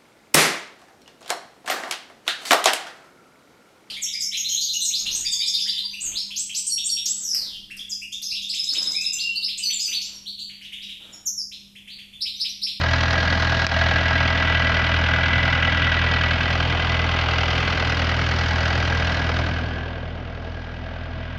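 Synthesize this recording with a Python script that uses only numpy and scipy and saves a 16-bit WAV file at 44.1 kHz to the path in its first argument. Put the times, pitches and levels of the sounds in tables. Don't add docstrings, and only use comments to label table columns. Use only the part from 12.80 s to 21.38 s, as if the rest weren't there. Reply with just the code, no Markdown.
import sys
import numpy as np
from scipy import signal
from scipy.fft import rfft, irfft, next_fast_len
from scipy.io import wavfile
from scipy.ndimage import map_coordinates

SR = 44100
rng = np.random.default_rng(int(sys.argv[2]) if len(sys.argv) > 2 else 0)


def master_out(mix):
    frames = np.transpose(np.atleast_2d(mix))
    ceiling = np.clip(frames, -1, 1)
    pcm = np.round(ceiling * 32767).astype(np.int16)
    wavfile.write(sys.argv[1], SR, pcm)


def volts_from_decibels(level):
    exponent = np.asarray(level, float) / 20
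    return 10 ** exponent


N = 378378

CYCLE_HZ = 81.8 / 8
DETOUR_S = 0.0046

# (time [s], along the engine [m], height [m], shade of the canopy [0-1])
CAMERA_WALK = [(0.0, 0.52, -0.36, 0.04), (0.8, 0.47, -0.24, 0.07), (1.2, 0.8, 0.33, 0.05),
               (2.2, 0.93, 0.4, 0.07), (3.1, 0.73, 0.78, 0.06), (3.5, 0.11, 0.69, 0.09),
               (3.9, -0.53, 0.57, 0.04), (4.4, -0.49, 0.64, 0.02), (4.75, -0.46, 0.45, 0.0),
               (5.2, -0.63, 0.016, 0.0), (5.6, 0.063, -0.078, 0.17), (6.0, -0.11, 0.053, 0.13),
               (6.4, 0.19, 0.18, 0.27), (6.6, 0.13, -0.039, 0.37), (7.15, -0.21, 0.24, 1.0),
               (7.45, -0.29, -0.22, 1.1), (7.9, 0.35, 0.22, 1.18), (8.58, 0.36, 0.45, 1.07)]
# (time [s], lead [ms])
CLATTER_LEAD = [(0, 3), (1.4, 3.2), (2, 1.7), (3, 2), (4.2, 1.2), (6.2, 1), (7, 1), (7.4, 0), (8.58, 0)]


def unit(x):
    return x / np.sqrt(np.mean(x ** 2) + 1e-20)


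def along(points, hz):
    f, v = np.transpose(points)
    return np.interp(np.log(hz + 1), np.log(f + 1), v)


def curves(rows):
    s, *cols = np.transpose(rows)
    return [np.interp(np.arange(N) / SR, s, c) for c in cols]


def wobble(rate):
    coarse = np.arange(0, N + 64, 64)
    knots = rng.standard_normal(int(N * rate / SR) + 4)
    return np.interp(np.arange(N), coarse, map_coordinates(knots, [coarse * rate / SR]))


def filtered(x, response):
    m = next_fast_len(N + SR // 2)
    return irfft(rfft(x, m) * response(np.fft.rfftfreq(m, 1 / SR)), m)[..., :N]


def modes(table):
    def response(f):
        total = 0
        for k, (centre, width, db) in enumerate(table):
            total = total + (-1) ** k * volts_from_decibels(db) * 1j * f * width / (centre ** 2 - f * f + 1j * f * width)
        return total
    return response


def ring(x, table, top=1.54):
    low, high = 0.7 * table[0][0], top * table[-1][0]
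    return unit(filtered(x, lambda f: modes(table)(f) * f * f / (f * f + low ** 2) / (1 + 1j * f / high) ** 2))


def heard(*parts):
    # (along [m], height [m], depth behind the camera's path [m],
    # level at 1 m [dB], loss in full shade [dB])
    places = dict(order1=(0, 0.95, 1.5, -32.5, 0.5), order2=(0.55, 0.2, 2.5, -16.5, 7.5),
              order3=(0.5, -0.6, 2.5, -22, 8.5), rumble=(0.56, 0.14, 1.79, -27, 7.5),
              sump=(0.7, -.35, 1.56, -26, 13), block=(0.6, 0.27, 1.84, -25.5, 14),
              head=(0.69, 1.14, 1.01, -25, 16.5), injector=(0.23, -0.02, 0.37, -36.5, 23),
              plate=(.87, 0, 0.4, -33, 15.7), cover=(0.73, 0.5, 0.62, -31.5, 19),
              panels=(-0.54, .04, 0.93, -38, 6.5), pan=(0.84, -0.2, 0.07, -42.5, 4),
              door=(-0.02, .31, 0.14, -43, 10.5), filter=(-.7, 0.6, 0.35, -43.5, 15),
              pump=(-0.3, 0.4, 0.22, -46.5, 17.5), pipes=(.5, -0.1, .12, -50.5, 18.5),
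              gears=(0.88, 0.7, 0.3, -39.5, 18.5), wall=(-.48, 0.3, 0.34, -50.5, -1.6))
    x, y, shade = curves(CAMERA_WALK)
    levels = []
    for part in parts:
        px, py, depth, db, loss_db = places[part]
        spreading = 10 * np.log10((x - px) ** 2 + (y - py) ** 2 + depth ** 2 + 1e-3)
        shadow = loss_db * np.abs(shade) ** (17 / max(loss_db, 4))
        levels.append(db - spreading - shadow)
    return levels


def crank():
    # (time [s], lead [ms])
    hunting = [(0.0, -0.33), (0.3, -0.25), (1.0, 0.89), (1.4, 1.71), (1.8, 1.62), (2.2, 0.15), (2.6, 0.22),
               (3.8, 1.3), (4.6, 2.57), (5.0, 2.73), (5.6, 2.45), (6.2, 3.04), (7.0, 3.02), (7.8, 1.63),
               (8.2, 1.67), (8.58, 1.34)]
    return CYCLE_HZ * (np.arange(N) / SR + curves(hunting)[0] / 1000)


def firings(turns):
    facing_per_m, balance_m = 4.2, 0.22
    cycles = int(turns[-1]) + 3
    _, height, shade = curves(CAMERA_WALK)
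    detour = DETOUR_S * shade - curves(CLATTER_LEAD)[0] / 1000
    fill_db = 0.47 + 3.5 * shade
    firing = np.arange(-4, 4 * cycles - 4) / 4 + 0.112
    start = np.interp(firing, turns - detour * CYCLE_HZ, np.arange(N))
    start += SR * np.minimum(firing - turns[0], 0) / CYCLE_HZ
    start = np.round(start + SR * 0.00015 * rng.standard_normal(len(firing))).astype(int)
    above = height[np.clip(start, 0, N - 1)].reshape(cycles, 4) - balance_m
    burn = rng.standard_normal((cycles, 4)) + facing_per_m * above * np.array([0, -1, 0, 1])
    return start, burn, fill_db


def blows(fire, part, rise, t60, strike, strike_db, second_db, steady_db, repeat):
    by_cylinder = dict(sump=[1.2, 4.5, -3.5, 0.3], pan=[-14.5, 1.5, -8.5, 0], block=[0, 1, 0, -1],
                   plate=[-1.5, -1.2, 0.66, 1.2], cover=[-3, 0.5, -5.5, 0], head=[1, 0, -1, 1],
                   injector=[2.5, 1.7, 0, 1.5])
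    start, burn, fill_db = fire
    t = np.arange(SR // 30) / SR
    repeat = np.clip(repeat, 0, 0.95)
    grit = rng.standard_normal((len(burn) + 9, 4, len(t)))
    grit = signal.lfilter([np.sqrt(1 - repeat ** 2)], [1, -repeat], grit, axis=0)[9:]
    first = volts_from_decibels(-60 * t / t60) * (1 - np.exp(-t / rise)) ** 2
    late = np.maximum(t - 0.011, 0)
    second = volts_from_decibels(second_db - 60 * late / t60) * (1 - np.exp(-late / 0.00019))
    grit *= first + second
    grit[..., round(strike * SR)] += volts_from_decibels(strike_db)
    size = volts_from_decibels(np.array(by_cylinder[part]) + 0.7 * burn + 0.7 * rng.standard_normal(burn.shape))
    index = SR + start[:, None] + np.arange(len(t))
    train = np.bincount(index.ravel(), (size[..., None] * grit).ravel())[SR:SR + N]
    rattle = volts_from_decibels(steady_db + fill_db + 0.7 * wobble(14)) * rng.standard_normal(N)
    return (train + rattle) * volts_from_decibels(-0.4 * fill_db)


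def fingers():
    # (time [s], peak [dB], gain dip [dB])
    clicks = [
        (0.867, 0, -13.5),
        (0.8707, -10.5, 4.5),
        (2.9745, -12, 0.5),
    ]
    # (time [s], peak [dB])
    creak_times = [(0.4765, -53), (0.7196, -57.5), (0.7786, -59), (0.8185, -58), (0.8659, -43),
                   (1.7388, -53.5), (2.5782, -50), (2.68, -52.5), (2.7187, -63), (2.9736, -44.5),
                   (3.239, -62), (3.5583, -56), (3.5987, -58), (3.7988, -58), (4.3789, -67), (4.4852, -62),
                   (4.778, -61), (4.998, -60), (5.659, -60), (6.0498, -63), (6.147, -55), (6.3425, -66.5)]
    # (centre [Hz], width [Hz], level [dB])
    shell = [(900, 1500, 0), (2460, 300, 5.5), (4960, 1400, -1), (9000, 3000, -15.5), (14500, 3000, -28)]
    taps, creaks, dip_db = np.zeros(N), np.zeros(N), np.zeros(N)
    t = np.arange(N) / SR
    for s, db, depth_db in clicks:
        taps[round(s * SR)] = volts_from_decibels(db + 10.5)
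        recovery = np.exp(-np.maximum(t - s - 0.015, 0) / 0.033)
        onset = 1 + np.exp(-np.clip((t - s + 0.0083) / 0.0035, -50, 50))
        dip_db += depth_db * recovery / onset
    for s, db in creak_times:
        creaks[round((s + 0.001) * SR)] = volts_from_decibels(db + 39.5)
    return filtered(taps, modes(shell)) + filtered(creaks, modes([(11000, 7000, 0.016)])), dip_db


def oil_pan(fire):
    blow = blows(fire, "pan", rise=0.0014, t60=0.03, strike=0.00496, strike_db=24,
                 second_db=-13.5, steady_db=-13.0, repeat=0.63)
    return volts_from_decibels(heard("pan")[0]) * ring(blow, [(652.4, 28, 0)])


def cover(fire):
    # (time [s], frequency [Hz])
    cover_pitch = [(0, 1957), (1, 1969), (2.5, 1992), (3.4, 1960), (4.2, 2005), (4.9, 2004), (5.5, 1914),
                   (6.2, 1974), (8.6, 1980)]
    # (centre [Hz], width [Hz], level [dB])
    plate_modes = [(1599, 34, 1.5), (1652, 78, 3)]
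    panel_modes = [(359, 55, -1.4), (409.4, 27, -0.45), (460.4, 46, -0.33)]
    plate_db, cover_db, panels_db = heard("plate", "cover", "panels")
    plate = blows(fire, "plate", rise=0.001, t60=0.041, strike=0.002633, strike_db=21.0,
                  second_db=-8.5, steady_db=-11.0, repeat=0.66)
    drive = blows(fire, "cover", rise=0.0014, t60=0.035, strike=0.003033, strike_db=23.5,
                  second_db=3.0, steady_db=-13.0, repeat=0.72)
    share = np.clip((curves(cover_pitch)[0] - 1950) / 65, 0, 1) * np.pi / 2
    low, high = ring(drive, [(1960, 54, 0)]), ring(drive, [(2005, 28, 0)])
    lid = np.cos(share) * low - np.sin(share) * high
    panels = ring(rng.standard_normal(N) + 0.089 * plate, panel_modes)
    out = volts_from_decibels(plate_db - 0.8) * ring(plate, plate_modes)
    return out + volts_from_decibels(cover_db + 1.36) * lid + volts_from_decibels(panels_db - 1.0) * panels


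def fittings(sump, block, head, injector):
    # (centre [Hz], width [Hz], level [dB])
    door = [(697, 150, -6.5), (1510, 80, -7), (1607, 83, 2), (1718, 80, -2)]
    air_filter = [(640, 44, -1), (772, 60, -1.5), (1064, 36, -3), (1231, 60, 2)]
    pump = [(2480, 140, -4.5), (2864, 90, 0.5), (3144, 160, -0.5), (4520, 60, -9)]
    pipes = [(3310, 150, 0.5), (3654, 150, -1.5), (3780, 120, -0.5), (4284, 120, -3)]
    gears = [(1338, 78, 0), (1483, 90, 0)]
    wall = [(443, 83, -0.5), (558, 90, 1), (684, 110, 1.5)]
    door_db, filter_db, pump_db, pipes_db = heard("door", "filter", "pump", "pipes")
    gears_db, wall_db = heard("gears", "wall")
    out = volts_from_decibels(pipes_db) * ring(injector, pipes) + volts_from_decibels(gears_db) * ring(block, gears)
    out += volts_from_decibels(wall_db) * ring(head, wall) + volts_from_decibels(door_db) * ring(block, door)
    return out - volts_from_decibels(filter_db) * ring(sump, air_filter) - volts_from_decibels(pump_db) * ring(injector, pump)


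def knock(fire):
    # (centre [Hz], width [Hz], level [dB])
    sump_modes = [(538.5, 95, -3.5), (673, 72, -3.5), (797, 118, -3.5), (973, 270, -5.5)]
    block_modes = [(1071, 170, -6), (1258, 110, -0.5), (1415, 136, 0), (1527, 104, 1), (1915, 660, -8)]
    head_modes = [(2179, 42, 1.5), (2342, 207, -3), (2598, 126, 0), (2778, 227, -3), (2950, 91, 0.5),
                  (3080, 97, -0.5), (3222, 274, -3.5), (3650, 374, -8)]
    injector_modes = [(3690, 130, -6.5), (4088, 51, 1.5), (4384, 120, -3.5), (4690, 170, -4.5),
                      (5042, 120, -3.5), (5485, 160, -6), (5860, 200, -5.5), (6550, 580, -9.5),
                      (9000, 3800, -22), (15400, 1300, -23)]
    sump_db, block_db, head_db, injector_db = heard("sump", "block", "head", "injector")
    sump = blows(fire, "sump", rise=0.0023, t60=0.055, strike=0.00553, strike_db=17.0,
                 second_db=-7.5, steady_db=-7.5, repeat=0.75)
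    block = blows(fire, "block", rise=0.0015, t60=0.049, strike=0.00285, strike_db=17.5,
                  second_db=-19.0, steady_db=-14, repeat=0.79)
    head = blows(fire, "head", rise=0.0017, t60=0.053, strike=0.003, strike_db=0.5,
                 second_db=-27.0, steady_db=-16.0, repeat=0.83)
    injector = blows(fire, "injector", rise=0.0022, t60=0.044, strike=0.0048, strike_db=2.5,
                     second_db=-31.0, steady_db=-19, repeat=0.53)
    out = volts_from_decibels(sump_db - 2.0) * ring(sump, sump_modes) + volts_from_decibels(block_db + 2.0) * ring(block, block_modes)
    out += volts_from_decibels(head_db - 1.65) * ring(head, head_modes)
    out += volts_from_decibels(injector_db - 1.5) * ring(injector, injector_modes, top=2.0)
    return out + fittings(sump, block, head, injector)


def exhaust(turns):
    # (multiple of the cycle rate, level re rumble [dB], gain in
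    # shade [dB], phase in the open [rad], phase in shade [rad])
    higher_orders = [(16.01, -6, -1, 2.5, 2.5), (19.89, -14, 5, -1, -1.6), (24.02, -13, 7, 1, -1.5)]
    # (multiple of the cycle rate, level re rumble [dB])
    uneven = [(6, -11.5), (7, -24), (9, -14), (10, -19), (11, -18.5), (13, -22.5), (15, -15.5), (17, -15.5),
              (18, -12.5), (23, -21.5), (25, -9.5), (27, -16.5), (28, -16)]
    # (frequency [Hz], level [dB])
    rumble_shape = [(20, -33.5), (35, -28), (60, -9), (100, 1), (170, -3.5), (260, -5.5), (320, -5.5),
                    (400, -45), (600, -66)]
    db1, db2, db3, rumble_db = heard("order1", "order2", "order3", "rumble")
    angle, shade = 2 * np.pi * turns, curves(CAMERA_WALK)[2]
    bend = DETOUR_S * shade * 2 * np.pi * 50
    open_phase = (0.41 * curves(CLATTER_LEAD)[0] - 0.75) * (1 - shade)
    tone = volts_from_decibels(db1 + 0.7 * wobble(7.6)) * -np.sin(4 * angle - bend / 2)
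    tone += volts_from_decibels(db2 + 0.82 * wobble(8)) * np.cos(8 * angle)
    tone += volts_from_decibels(db3 + 1.2 * wobble(10)) * np.cos(12 * angle - bend + open_phase)
    for k, db, shade_db, open_rad, shade_rad in higher_orders:
        phase = open_rad + (shade_rad - open_rad) * shade + 0.3 * wobble(1.3)
        tone += volts_from_decibels(rumble_db + db + shade_db * shade + 1.0 * wobble(8.2)) * np.cos(k * angle + phase)
    for k, db in uneven:
        phase = 0.58 * wobble(3) + rng.uniform(0, 2 * np.pi)
        tone += volts_from_decibels(rumble_db + db + 1.3 * wobble(4.4)) * np.cos(k * angle + phase)
    rumble = unit(filtered(rng.standard_normal(N), lambda hz: volts_from_decibels(along(rumble_shape, hz))))
    return np.sqrt(2) * tone + volts_from_decibels(rumble_db - 3.5 + 1.5 * wobble(7.3)) * rumble


def scene():
    turns = crank()
    fire = firings(turns)
    clicks, dip_db = fingers()
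    engine = oil_pan(fire) + cover(fire) + knock(fire) + exhaust(turns)
    return (volts_from_decibels(dip_db) * engine + clicks)[None]


def band_limit(x):
    return signal.sosfilt(signal.butter(12, 15830, fs=SR, output="sos"), x)


def record(dry):
    # (frequency [Hz], level [dB])
    microphone = [(20, -0.5), (5000, 1.5), (6500, -8.5), (8000, -18), (10000, -26), (13500, -27),
                  (15000, -21.5), (15800, -19), (22050, -17)]
    mic = filtered(dry, lambda hz: volts_from_decibels(along(microphone, hz)))
    mic = mic + volts_from_decibels(-104) * rng.standard_normal(dry.shape)
    return band_limit(mic)


dry = scene()
out = record(dry)
master_out(out)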